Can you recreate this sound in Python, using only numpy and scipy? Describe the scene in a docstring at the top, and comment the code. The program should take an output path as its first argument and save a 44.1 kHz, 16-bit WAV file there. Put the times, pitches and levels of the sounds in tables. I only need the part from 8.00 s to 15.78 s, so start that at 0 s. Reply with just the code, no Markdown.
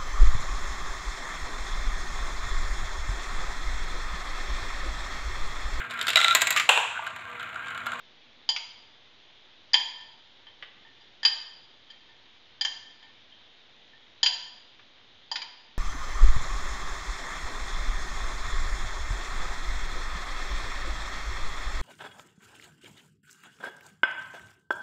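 """Two steel spoons toss chopped vegetables in a thick glass bowl on a board in a hard-walled kitchen.
From the start a faint distant hiss, shaped noise, fills the room and stays. A clink opens at 0.5 s; close groups
follow near 1.7, 3.2, 4.6, 6.2 and 7.4 s: damped sines at the bowl's modes, noise cracks and dull noise knocks.
Between them falling pieces tick the glass softly. Echoes and a diffuse tail of the room follow each blow.
The recorder is narrow-band and flattens the loudest peaks."""
import sys
import numpy as np
from scipy import signal
from scipy.fft import rfft, irfft
from scipy.io import wavfile
from scipy.ndimage import uniform_filter1d

SR = 44100
rng = np.random.default_rng(int(sys.argv[2]) if len(sys.argv) > 2 else 0)


def persist_wave(psi):
    """Save psi, clipped to +-1, as 16-bit WAV."""
    counts = np.round(np.clip(psi, -1, 1) * 32767).astype(np.int16)
    wavfile.write(sys.argv[1], SR, np.atleast_2d(counts).T)


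def boost_factor(decibels):
    """Convert a level in decibels to a linear amplitude factor."""
    exponent = np.asarray(decibels, float) / 20
    return 10 ** exponent


N = 343083

# Ring modes of the bowl. Each row: nominal frequency in Hz, relative level in dB,
# t60 in seconds before the ring-length factor.
BOWL_MODES = [(740, -12.5, 0.28), (820, -5.5, 0.089), (910, 1.5, 0.09), (983.6, -5.5, 0.21),
              (1792.3, 5.5, 0.11), (1852, -2, 0.093), (2135, -5.5, 0.056), (2335, -14.5, 0.069),
              (2615, -17.5, 0.044), (2840, -31, 0.11), (3245, -23, 0.17), (3137, -5, 0.076),
              (3174, -11.5, 0.088), (3350, -8, 0.078), (3453, -29, 0.056), (4010, -13, 0.1),
              (4420, -8.5, 0.086), (4406, -15.5, 0.096), (4753, -1.5, .06), (4652, -9.5, 0.073),
              (4755, -0.5, 0.02), (4833, 4, 0.097), (4830, -38, 0.091), (5650, -16.5, 0.095),
              (6080, -9, 0.037), (6833, -1, 0.051)]
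# Steel or hard pieces ring the glass; a hard contact is brighter, the place struck sets the main and low rings.
# Each row: start in seconds, strength in dB, brightness in dB per octave, main ring in dB, low ring in dB.
CLINKS = [(0.49, -36, 10, 22.5, 18.5), (1.7336, -31.5, 7, -1, 0), (1.7419, -27.5, 1, 24.5, 1),
          (2.0082, -59, -2, 17.5, -11), (2.4683, -69, -8, 24.5, -9), (2.8496, -70.5, -17.5, -5, -25),
          (3.01, -69.5, -2.5, 2, -0.5), (3.2311, -39, 0, 11.5, -6), (3.251, -26.5, 4.5, 17.5, -2),
          (3.9022, -60, -0.5, 16.5, -13), (4.0906, -69.5, -10.5, 4, -12), (4.6109, -34.5, 5, 16.5, -2.5),
          (4.6501, -36, 1, 19, -2.5), (5.027, -63.5, -5, 17.5, -4), (5.323, -80.5, -6, 35, -9),
          (5.9330, -75, -15.5, 13, -17), (6.2306, -30, 10, 17.5, 16.5), (6.2620, -31, 5.5, 17, 1.5),
          (7.315, -40.5, 6, 12.5, 13.5), (7.3568, -41.5, 1.5, 12, -1), (7.4187, -43, 1.5, 4, -5)]
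# Dull knocks where food deadens the contact. Each row: start in seconds, level in dB, centre in Hz,
# fall below in dB per octave, fall above in dB per octave squared.
KNOCKS = [(0.563, -16, 2270, 14, 6), (1.7411, -8, 2300, 9, 16), (1.7987, -33, 2370, 1.5, -0.5),
          (2.4665, -41, 1300, 1.5, 12), (2.6252, -20.5, 2460, 6, 22), (3.25, -10.5, 2240, 6, 6.5),
          (4.6487, -19.5, 2310, 7, 1.5), (5.0994, -45, 1000, 5, 5), (6.2602, -11, 2690, 10, 7),
          (6.3851, -39.5, 3000, 2, 14), (6.794, -36.5, 1900, 3.5, 11), (7.3579, -13.5, 4030, 7, 48.5),
          (7.418, -22.5, 2380, 7.5, 11)]
# How a blow excites the other rings. Each row: frequency in Hz, level in dB.
UPPER_RINGS = [(1800, 1.5), (4870, 4), (6835, -4)]
# Spectrum of the contact crack. Each row: frequency in Hz, level in dB added to the colour of the blow.
CRACK_SPECTRUM = [(400, -27), (900, -17.5), (1500, -13), (2500, -6), (4000, -11), (5500, -14),
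                  (7000, -12.5)]
# Decay of the diffuse room sound. Each row: frequency in Hz, t60 in seconds.
ROOM_T60 = [(300, 0.78), (800, 1), (2000, 0.67), (4000, 0.71), (7000, 0.61)]
# First echoes. Each row: delay in seconds, level in dB.
WALL_ECHOES = [(.0035, -8.5), (.008, -5.5), (.0125, -8.5), (.022, -14.5), (.031, -17.5)]
# Colour of the room hiss. Each row: frequency in Hz, relative density in dB per Hz.
HISS_SPECTRUM = [(25, -9), (60, -15.5), (110, -8), (165, -17.5), (220, -9), (400, -11), (800, -12),
                 (1300, -14), (2000, -10.5), (2700, -10.5), (3150, -5), (3700, -5), (4300, -14),
                 (5500, -23), (7300, -32.5)]

MAIN_HZ, LOW_HZ = 3130, 880
# Ring-length factors: a light tick leaves the glass free, a spoon damps it, one already resting on it more so.
FREE, ONE_SPOON, TWO_SPOONS = 1.77, 0.81, 0.68
LIGHT_DB, RESTING_S = -50, 0.1
HISS_RMS_DB = -57
BAND_EDGE_HZ = 7190


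def spoons():
    """All blows on the bowl, with little bass below about 450 Hz."""
    out = np.zeros(N)
    modes = len(BOWL_MODES)
    draws = rng.standard_normal((len(CLINKS), modes + 800))
    gaps_s = np.diff([row[0] for row in CLINKS], prepend=-1)
    for (start_s, *blow), gap_s, draw in zip(CLINKS, gaps_s, draws):
        length = ring_length(blow[0], gap_s)
        add(out, start_s, clink(*blow, length, draw[:modes], draw[modes:]))
    puffs = rng.standard_normal((len(KNOCKS), 1500))
    for (start_s, *blow), puff in zip(KNOCKS, puffs):
        add(out, start_s, knock(*blow, puff))
    return signal.sosfilt(signal.butter(2, 450, "high", fs=SR, output="sos"), out)


def clink(strength_db, bright_db_per_octave, main_db, low_db, length, chance, puff):
    """Decaying sines at the bowl's modes, weighted by where and how it was hit, and a crack of the same colour."""
    hz, mode_db, t60_s = np.transpose(BOWL_MODES)[:, :, None]
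    t = np.arange(12000) / SR
    rings = sorted(UPPER_RINGS + [(MAIN_HZ, main_db), (LOW_HZ, low_db)])
    colour = [(f, strength_db + db + bright_db_per_octave * np.log2(f / MAIN_HZ)) for f, db in rings]
    level_db = mode_db + read(colour, hz) + 2.5 * chance[:, None]
    pitch_hz = hz * (1 + 0.0025 * chance[::-1, None])  # the shifting load detunes the glass a little
    decay_db = -60 * t / (t60_s * max(length, 0.2))
    ring = (boost_factor(level_db + decay_db) * np.sin(2 * np.pi * pitch_hz * t)).sum(0)
    ring *= 1 - np.exp(-t / 0.00048)  # the contact lasts a moment
    crack = burst(lambda f: read(CRACK_SPECTRUM, f) + read(colour, f), 0.0033, puff)
    add(ring, 0, crack)
    return ring


def ring_length(strength_db, since_last_s):
    """Factor on t60: contact with a spoon drains the glass, a light tick does not."""
    if since_last_s < RESTING_S:
        return TWO_SPOONS
    return FREE if strength_db < LIGHT_DB else ONE_SPOON


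def knock(level_db, centre_hz, below_db, above_db, puff):
    """Food deadens the contact: no ring, only a broad thud and click."""
    def colour(f):
        """Hump around the centre, in dB."""
        octaves = np.log2((f + 1) / centre_hz)
        below = below_db * np.minimum(octaves, 0)
        above = above_db * np.maximum(octaves, 0) ** 2
        return level_db + below - above
    return burst(colour, 0.033, puff)


def burst(colour, t60_s, puff):
    """Exponentially dying puff of noise, filtered to the given colour in dB over Hz."""
    dying = puff * boost_factor(-60 * np.arange(len(puff)) / SR / t60_s)
    x = np.pad(dying, (40, 1000))
    gain = boost_factor(colour(np.fft.rfftfreq(len(x), 1 / SR)))
    return irfft(rfft(x) * gain, len(x))[32:]


def read(points, hz):
    """Value of a spectrum table at hz, interpolated over log frequency."""
    f, value = np.transpose(points)
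    return np.interp(np.log(hz + 1), np.log(f + 1), value)


def add(mix, start_s, sound):
    """Mixes a sound in at its start, cut at the end of the mix."""
    part = mix[round(start_s * SR):][:len(sound)]
    part += sound[:len(part)]


def kitchen(x):
    """A few single echoes, then sparse taps of random sign, each band dying at its own speed."""
    taps = np.zeros(SR)
    at = np.arange(500, SR - 20, 20)
    taps[at + rng.integers(0, 20, len(at))] = rng.choice([-1., 1.], len(at))
    taps *= np.clip(np.arange(SR) / SR / 0.025, 0, 1)  # the diffuse sound builds up
    hz, t, z = signal.stft(taps, SR, nperseg=256)
    decay = boost_factor(-60 * t / read(ROOM_T60, hz)[:, None])
    tail = signal.istft(z * decay, SR, nperseg=256)[1]
    tail *= boost_factor(-5.5) / np.linalg.norm(tail)
    for k, (delay_s, db) in enumerate(WALL_ECHOES):
        tail[round(delay_s * SR)] += (-1) ** k * boost_factor(db)
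    return signal.fftconvolve(x, tail)[:N]


def hiss():
    """Steady room noise: random short-time spectra with faint drifting patches."""
    frames, hz = N // 512 + 5, np.fft.rfftfreq(2048, 1 / SR)
    real, imag, patches = rng.standard_normal((frames, 1025, 3)).T
    patches = uniform_filter1d(uniform_filter1d(patches, 30, 0), 8, 1)  # over bins, then frames
    level_db = read(HISS_SPECTRUM, hz)[:, None] + 0.66 * patches / patches.std()
    z = (real + 1j * imag) * boost_factor(level_db)
    x = signal.istft(z, nperseg=2048, noverlap=1536)[1][:N]
    return boost_factor(HISS_RMS_DB) * x / x.std()


def scene():
    """Blows, their room sound and the hiss."""
    blows = spoons()
    return (blows + kitchen(blows) + hiss())[None]


def top_cut(x):
    """Nothing passes above the cut-off."""
    return signal.sosfilt(signal.butter(12, 7480, fs=SR, output="sos"), x)


def record(dry):
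    """Narrow band limit, overload that flattens the loudest peaks, and a small constant offset."""
    lowpass = signal.firwin(161, BAND_EDGE_HZ, window=("kaiser", 8), fs=SR)
    narrow = signal.oaconvolve(dry, lowpass[None], "same")
    mix = np.clip(narrow, -0.69, 0.69) + 0.0009
    return top_cut(mix)


dry = scene()
out = record(dry)
persist_wave(out)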